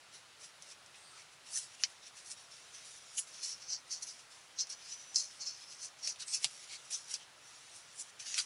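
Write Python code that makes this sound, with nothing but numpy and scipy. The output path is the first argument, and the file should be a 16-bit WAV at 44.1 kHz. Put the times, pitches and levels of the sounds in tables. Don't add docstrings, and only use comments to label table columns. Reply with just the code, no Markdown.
import sys
import numpy as np
from scipy import signal
from scipy.fft import rfft, irfft, next_fast_len
from scipy.io import wavfile
from scipy.ndimage import uniform_filter1d

SR = 44100
rng = np.random.default_rng(int(sys.argv[2]) if len(sys.argv) > 2 else 0)


def attenuation_scalar(level_db):
    decades = np.asarray(level_db, float) / 20
    return 10 ** decades


def master_out(mix):
    frames = np.transpose(np.atleast_2d(mix))
    ceiling = np.clip(frames, -1, 1)
    pcm = np.round(ceiling * 32767).astype(np.int16)
    wavfile.write(sys.argv[1], SR, pcm)


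N = 372644
FLUTTER_T60_S = 0.061

# (frequency [Hz], gain [dB])
POCKET_TONE = [(4300, -80), (4900, -4.5), (5300, 2), (5700, 2.5), (6300, 0), (6800, -12), (7400, -11.5),
               (8200, -23.5), (9500, -75.5)]
# (frequency [Hz], gain [dB])
FOLD_TONE = [(3300, -65.5), (3750, -25.5), (4250, 4), (4800, 3.5), (5200, 11.5), (5900, -65)]
# (frequency [Hz], gain [dB])
SKIN_TONE = [(5800, -93), (6800, 3.5), (7300, 0), (8300, 0), (9500, -2), (10500, -1), (11300, -7)]
# (frequency [Hz], gain [dB])
FLAP_TONE = [(500, -65), (1100, -20.5), (1900, -9), (2300, -6.5), (2600, -3), (3000, -4), (3450, -4),
             (4000, -1), (4700, -69.5)]


def unit(x):
    return x / np.sqrt(np.mean(x ** 2) + 1e-20)


def response(points):
    hz, db = np.transpose(points)
    grid = np.fft.rfftfreq(8192, 1 / SR)
    gain_db = np.interp(np.log(grid + 1), np.log(hz), db)
    cepstrum = irfft(np.log(attenuation_scalar(gain_db) + 1e-6))
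    cepstrum[1:4096] *= 2
    cepstrum[4097:] = 0
    return unit(irfft(np.exp(rfft(cepstrum)))) / np.sqrt(len(cepstrum))


def coloured(x, points):
    return signal.oaconvolve(x, response(points))[:len(x)]


def curves(rows, outside_db=-140):
    s, *columns = np.transpose(rows)
    t = np.arange(N) / SR
    return [np.interp(t, s, column, outside_db, outside_db) for column in columns]


def swells(rows, peak_db, swing=1):
    peak_s, rise, fall = np.transpose(rows)[:3, :, None]
    t = np.arange(0, N / SR + .001, .001)
    distance = np.maximum((peak_s - t) / abs(rise), (t - peak_s) / abs(fall))
    slope_db = -20 * distance ** 1.13
    gain = attenuation_scalar(peak_db[:, None] + swing * slope_db).sum(0)
    return np.interp(np.arange(N) / SR, t, gain)


def patchy(x, depth_db, wide=3, long=9):
    z = signal.stft(x, nperseg=512)[2]
    field = uniform_filter1d(rng.standard_normal(z.shape), int(wide), 0)
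    field = uniform_filter1d(field, int(long), 1)
    return unit(signal.istft(z * attenuation_scalar(depth_db * unit(field)), nperseg=512)[1][:N])


def slips(rate, spread_db, smooth):
    happens = rng.random(N) < rate / SR
    size = attenuation_scalar(spread_db * np.minimum(rng.exponential(size=N), 3))
    direction = np.sign(rng.standard_normal(N))
    rub = rng.standard_normal(N)
    return unit(unit(happens * size * direction) + smooth * rub)


def sheet(drive, gains, depth_db):
    ring, skin, flap = gains
    fold = attenuation_scalar(-3.0) * ring / (1 + 0.18 * skin / (ring + 1e-12))
    parts = zip([POCKET_TONE, FOLD_TONE, SKIN_TONE, FLAP_TONE], [ring, fold, skin, flap])
    return sum(gain * patchy(coloured(drive, tone), depth_db) for tone, gain in parts)


def flutter_kick(t, flutter_db):
    kick = attenuation_scalar(flutter_db - 60 * t / FLUTTER_T60_S) * rng.standard_normal(len(t))
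    kick[0] = 1
    return kick


def hush():
    # (frequency [Hz], level per Hz [dB])
    hush_tone = [(18, -35), (30, -15), (60, -16), (85, -7.5), (140, -3), (215, -10.5), (490, -5.5),
                 (600, -3), (1200, -2), (1350, 0), (1530, -2), (4000, -3.5), (9700, -12.5), (11200, -12)]
    return attenuation_scalar(-59) * patchy(coloured(rng.standard_normal(N), hush_tone), depth_db=1.0)


def handling():
    # (peak time [s], rise [s], fall [s], rustle level [dB])
    touches = [(0.147, .035, .067, -49), (.41, .016, 0.1, -52.5), (0.723, 0.13, 0.028, -48.5),
               (1.188, .03, 0.095, -59), (1.334, .04, .05, -59), (1.47, 0.022, 0.24, -50.5),
               (1.754, 0.1, 0.01, -52), (1.83, 0.065, 0.065, -46), (1.9, 0.034, 0.16, -56.5),
               (2.08, 0.041, 0.024, -53), (2.378, .026, 0.16, -52), (2.516, 0.016, .5, -55.5),
               (2.976, 0.46, 0.034, -55.5), (3.14, 0.3, 0.11, -52.5), (3.274, 0.011, 0.34, -53),
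               (3.89, .06, 0.077, -55.5), (4.194, 0.018, 0.055, -53), (4.308, 0.0074, 0.22, -54),
               (5.14, 0.9, .03, -57), (5.31, .025, 0.12, -55), (5.38, 0.16, 0.058, -57),
               (5.576, 0.022, .4, -59), (5.992, 0.015, 0.025, -53), (6.8, .05, .1, -54.5),
               (6.856, 0.028, 0.1, -53), (7.23, 0.22, 0.034, -66), (7.485, 0.13, .5, -56),
               (7.79, 0.46, 0.031, -58), (7.926, 0.23, .05, -59.5), (8.104, 0.17, 0.009, -53)]
    part_db = [[-6.5], [-7], [-11.5]]
    gains = swells(touches, np.transpose(touches)[3]) * attenuation_scalar(part_db)
    return sheet(slips(rate=2500, spread_db=4.0, smooth=1.13), gains, depth_db=3.3)


def squeak():
    # (time [s], level [dB])
    whistle = [
        (4.66, -78),
        (4.76, -62),
        (4.8, -62),
        (4.89, -74),
        (4.925, -43.5),
        (4.97, -57.5),
        (5.04, -61),
        (5.11, -57),
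        (5.135, -74),
    ]
    db, = curves(whistle)
    waver = unit(uniform_filter1d(rng.standard_normal(N), 1500))
    tone = np.sin(2 * np.pi * 5917 * np.arange(N) / SR)
    return np.sqrt(2) * attenuation_scalar(db + 1.3 * waver) * tone


def hollows():
    # (middle time [s], half length [s], frequency
    # [Hz], level [dB])
    cavities = [(5.183, 0.039, 7100, -43), (1.072, .12, 8500, -64.5), (1.12, 0.12, 4600, -65.5),
                (6.941, 0.02, 5900, -38.5), (1.57, .01, 1800, -56), (3.189, 0.011, 3030, -44),
                (4.599, 0.018, 4230, -43), (6.214, 0.022, 4470, -50), (6.318, 0.058, 8200, -47),
                (6.348, 0.033, 2610, -55.5), (6.733, 0.042, 4420, -52), (6.733, 0.039, 2260, -57.5),
                (6.943, 0.033, 3580, -54), (8.3, 0.12, 2750, -74), (8.392, 0.02, 1440, -50.5),
                (6.464, .011, 134, -63), (1.804, 0.012, 2800, -57), (1.16, .05, 1300, -65),
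                (1.195, .02, 2370, -61), (6.05, .01, 2060, -57), (6.085, .012, 2700, -55),
                (.155, .025, 4300, -64), (.955, .012, 2630, -60), (7.22, .022, 3100, -60),
                (7.148, .018, 4900, -48), (3.187, 0.016, 6730, -39.5), (3.19, 0.015, 10300, -36),
                (8.008, 0.015, 7100, -50), (8.317, 0.061, 6650, -49.5), (8.394, 0.013, 4750, -34)]
    out = np.zeros(N + SR)
    for s, half, hz, db in cavities:
        t = np.arange(-3 * half, 3 * half, 1 / SR)
        tune = signal.butter(1, [hz * .97, hz * 1.03], "band", fs=SR)
        rub = rng.standard_normal(SR // 2 + SR // 4)
        song = unit(signal.lfilter(*tune, rub)[:len(t)])
        out[round((s - 3 * half) * SR):][:len(t)] += attenuation_scalar(db - 12.0 * (t / half) ** 4) * song
    return out[:N]


def snaps():
    # (time [s], peak [dB], treble [dB], low [dB], thud [dB])
    pops = [(0.623, -38.5, -10.5, -20, -28), (.8614, -48.5, -9, -18, -31), (0.9436, -57, -10.5, 0, -19),
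            (4.608, -28, -25, -37, -60), (4.588, -24, -32, -46, -57), (4.6702, -37.5, -17, -22, -38),
            (4.696, -42, -9, -24, -50), (5.145, -31, -34, -27, -50), (5.1585, -12.5, -27, -42, -69),
            (6.0743, -20.5, -16.5, -23.5, -40), (6.1595, -50.5, -6, -3, -21), (6.2805, -37, -8, -30, -50),
            (6.909, -40, -12, -13, -40), (7.14, -21.5, -15, -28, -46), (8.3426, -22, -21, -18, -39),
            (8.3795, -27, -8, -8, -50), (8.388, -28, -1, -10, -50), (8.4025, -32, -20, -11, -47),
            (3.1824, -36, -3, -13, -50)]
    # (frequency [Hz], gain [dB])
    thud_tone = [(200, -54), (400, -16), (620, 16), (800, -1), (1100, 1), (1500, -69)]
    out, t = np.zeros(N + SR), np.arange(SR // 8) / SR
    tones = (POCKET_TONE, FOLD_TONE, SKIN_TONE, FLAP_TONE, thud_tone)
    bodies = np.array([response(tone) for tone in tones])
    for s, db, treble_db, low_db, thud_db in pops:
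        kick = flutter_kick(t, flutter_db=-22)
        body = attenuation_scalar([9, 5, treble_db + 18.5, low_db + 20, thud_db + 19.0]) @ bodies
        out[round(s * SR):][:len(t)] += attenuation_scalar(db) * signal.fftconvolve(kick, body)[:len(t)]
    return out[:N]


def panels():
    # (time [s], crack level [dB], ringing level [dB])
    buckles = [
        (1.8367, -3, -32.5),
        (6.4445, -2, -34),
    ]
    # (frequency [Hz], gain [dB])
    crack_tones = [
        [(500, -58), (1200, -24), (2200, -7), (3500, -17.5), (4400, -5), (5600, 0.5), (7000, -10.5),
         (10500, -45)],
        [(330, -50), (620, -14.5), (1800, -18.5), (2500, -2.5), (5000, 0.5), (6000, -5), (7500, -4),
         (11000, -10)],
    ]
    # (frequency [Hz], level [dB], time to fade by 60 dB [s])
    panel_pitches = [
        [(2200, -5, .03), (3060, 0.5, .05), (4220, -2, 0.05), (4860, -3, .03)],
        [(2580, -6, .03), (3570, -2, .06), (4980, 3, .04), (7200, -5, .05)],
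    ]
    out, t = np.zeros(N), np.arange(SR // 10) / SR
    onset = 1 - np.exp(-(t / .0006) ** 2)
    for (s, crack_db, ring_db), tone, pitches in zip(buckles, crack_tones, panel_pitches):
        crack = coloured(flutter_kick(t, flutter_db=-23), tone)
        ring = sum(attenuation_scalar(db - 60 * t / t60) * np.sin(2 * np.pi * hz * t) for hz, db, t60 in pitches)
        out[round(s * SR):][:len(t)] += attenuation_scalar(crack_db) * crack + attenuation_scalar(ring_db) * ring * onset
    return out


def strokes():
    # (peak time [s], rise [s], fall [s], ring [dB], skin hiss over ring [dB])
    creases = [(3.346, 0.028, 0.14, -58.5, -3), (3.436, 0.023, 0.14, -43.5, -5),
               (3.52, 0.24, 0.039, -49, -9), (3.625, 0.04, 0.045, -50, -11.5),
               (3.705, 0.032, 0.057, -42, -16), (3.735, 0.042, 0.048, -36.5, -22),
               (3.911, 0.011, 0.034, -48.5, -9), (3.93, 0.028, 0.072, -38, -10),
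               (4.03, 0.015, 0.028, -42, -4.5), (4.078, 0.039, .13, -47, -4.5),
               (4.608, 0.031, 0.036, -31.5, -18.5), (4.701, 0.012, 0.037, -48, -4.5),
               (4.729, 0.033, 0.023, -43, -16), (4.79, 0.012, 0.27, -67.5, -11),
               (4.937, 0.16, .03, -48.5, -6), (5.161, 0.0072, 0.043, -29.5, -13),
               (5.2, 0.057, 0.098, -38, -8.5), (5.42, 0.028, 0.036, -39.5, -16),
               (5.47, 0.031, 0.1, -39.5, -17), (5.64, 0.13, 0.018, -55.5, -6),
               (5.725, 0.076, 0.058, -50, -7.5), (5.85, 0.077, .045, -42.5, -5),
               (6.033, 0.011, 0.1, -45, -12), (6.103, 0.087, 0.036, -40, -8)]
    slides = [(.445, 0.052, 0.053, -52, -0.5), (1.577, 0.076, 0.041, -39.5, 4), (1.63, 0.045, 0.06, -51, 2),
              (2.073, 0.022, 0.032, -55, -3), (2.175, .04, 0.12, -54, 0), (2.262, .015, 0.056, -55.5, 2),
              (2.32, 0.04, 0.028, -48, 3.5), (2.516, 0.014, 0.12, -57.5, -13),
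              (2.75, 0.037, 0.049, -54, -2.5), (2.855, .025, .2, -58, 3), (3.187, 0.039, 0.051, -44, 7),
              (5.02, 0.11, 0.063, -56, -5), (6.281, 0.011, .08, -47.5, -6),
              (6.346, 0.035, 0.045, -34.5, -3), (6.515, .04, .3, -66, 6), (6.645, 0.27, 0.029, -55, -4),
              (6.909, .006, 0.052, -48.5, 7.5), (6.938, 0.048, 0.14, -46, -3),
              (7.762, 0.034, 0.076, -57, 5), (8.011, 0.063, 0.035, -48, 4.5)]
    openings = [(.958, 0.022, .1, -63, 0), (1.2, 0.13, 0.073, -59, -2), (2.035, .02, 0.05, -58, -8),
                (2.79, 0.056, 0.094, -61, -10), (6.205, 0.013, 0.04, -53.5, 6),
                (6.223, 0.032, 0.03, -45.5, -8), (6.436, 0.033, 0.063, -43.5, -1),
                (6.735, 0.078, 0.067, -49.5, -1), (7.114, 0.042, .08, -48, 2.5),
                (7.147, 0.014, 0.037, -51, -8), (7.225, .04, .04, -59, -14), (8.2, 0.01, .07, -46.5, -3.5),
                (8.263, 0.014, .15, -50.5, -3), (8.33, .15, 0.068, -53.5, -9),
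                (8.391, 0.049, 0.056, -35.5, -3)]
    # (base level [dB], share of ring level [dB per dB])
    flap_follow = [
        (-62, 0.22),
        (-60, 0.63),
        (-54.5, 0.75),
    ]
    swing = 0.97
    gains = np.zeros((3, N))
    for rows, (base_db, share) in zip([creases, slides, openings], flap_follow):
        ring_db, skin_db = np.transpose(rows)[3:]
        ring = swells(rows, ring_db)
        skin = swells(rows, ring_db + skin_db, swing)
        flap = swells(rows, base_db + share * (ring_db + 49.5), swing)
        gains += [ring, skin, flap]
    return sheet(slips(rate=2000, spread_db=3.5, smooth=1.0), gains, depth_db=2.9)


def scene():
    return (hush() + handling() + squeak() + hollows() + snaps() + panels() + strokes())[None]


def band_limit(x):
    return signal.sosfilt(signal.butter(12, 15650, fs=SR, output="sos"), x)


def record(dry):
    # (frequency [Hz], rms level [dB])
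    clock_tones = [(12403, -105), (13781, -104), (15159, -109)]
    size = next_fast_len(N + SR // 4)
    hz = np.fft.rfftfreq(size, 1 / SR)
    spectrum = rfft(dry, size) * attenuation_scalar(-np.clip((hz - 11020) / 2.0, 0, 90))
    limited = irfft(spectrum, size)[:, :N]
    treble = irfft(spectrum * (hz > 9000), size)[:, :N]
    bright = uniform_filter1d(treble ** 2, 1024)
    audible = uniform_filter1d(1. * (bright < attenuation_scalar(-55) ** 2), 256)
    t = np.arange(N) / SR
    tones = sum(np.sqrt(2) * attenuation_scalar(db) * np.sin(2 * np.pi * tone_hz * t) for tone_hz, db in clock_tones)
    hiss = attenuation_scalar(-78.5) * rng.standard_normal(N)
    return band_limit(limited + audible * (hiss + tones))


dry = scene()
out = record(dry)
master_out(out)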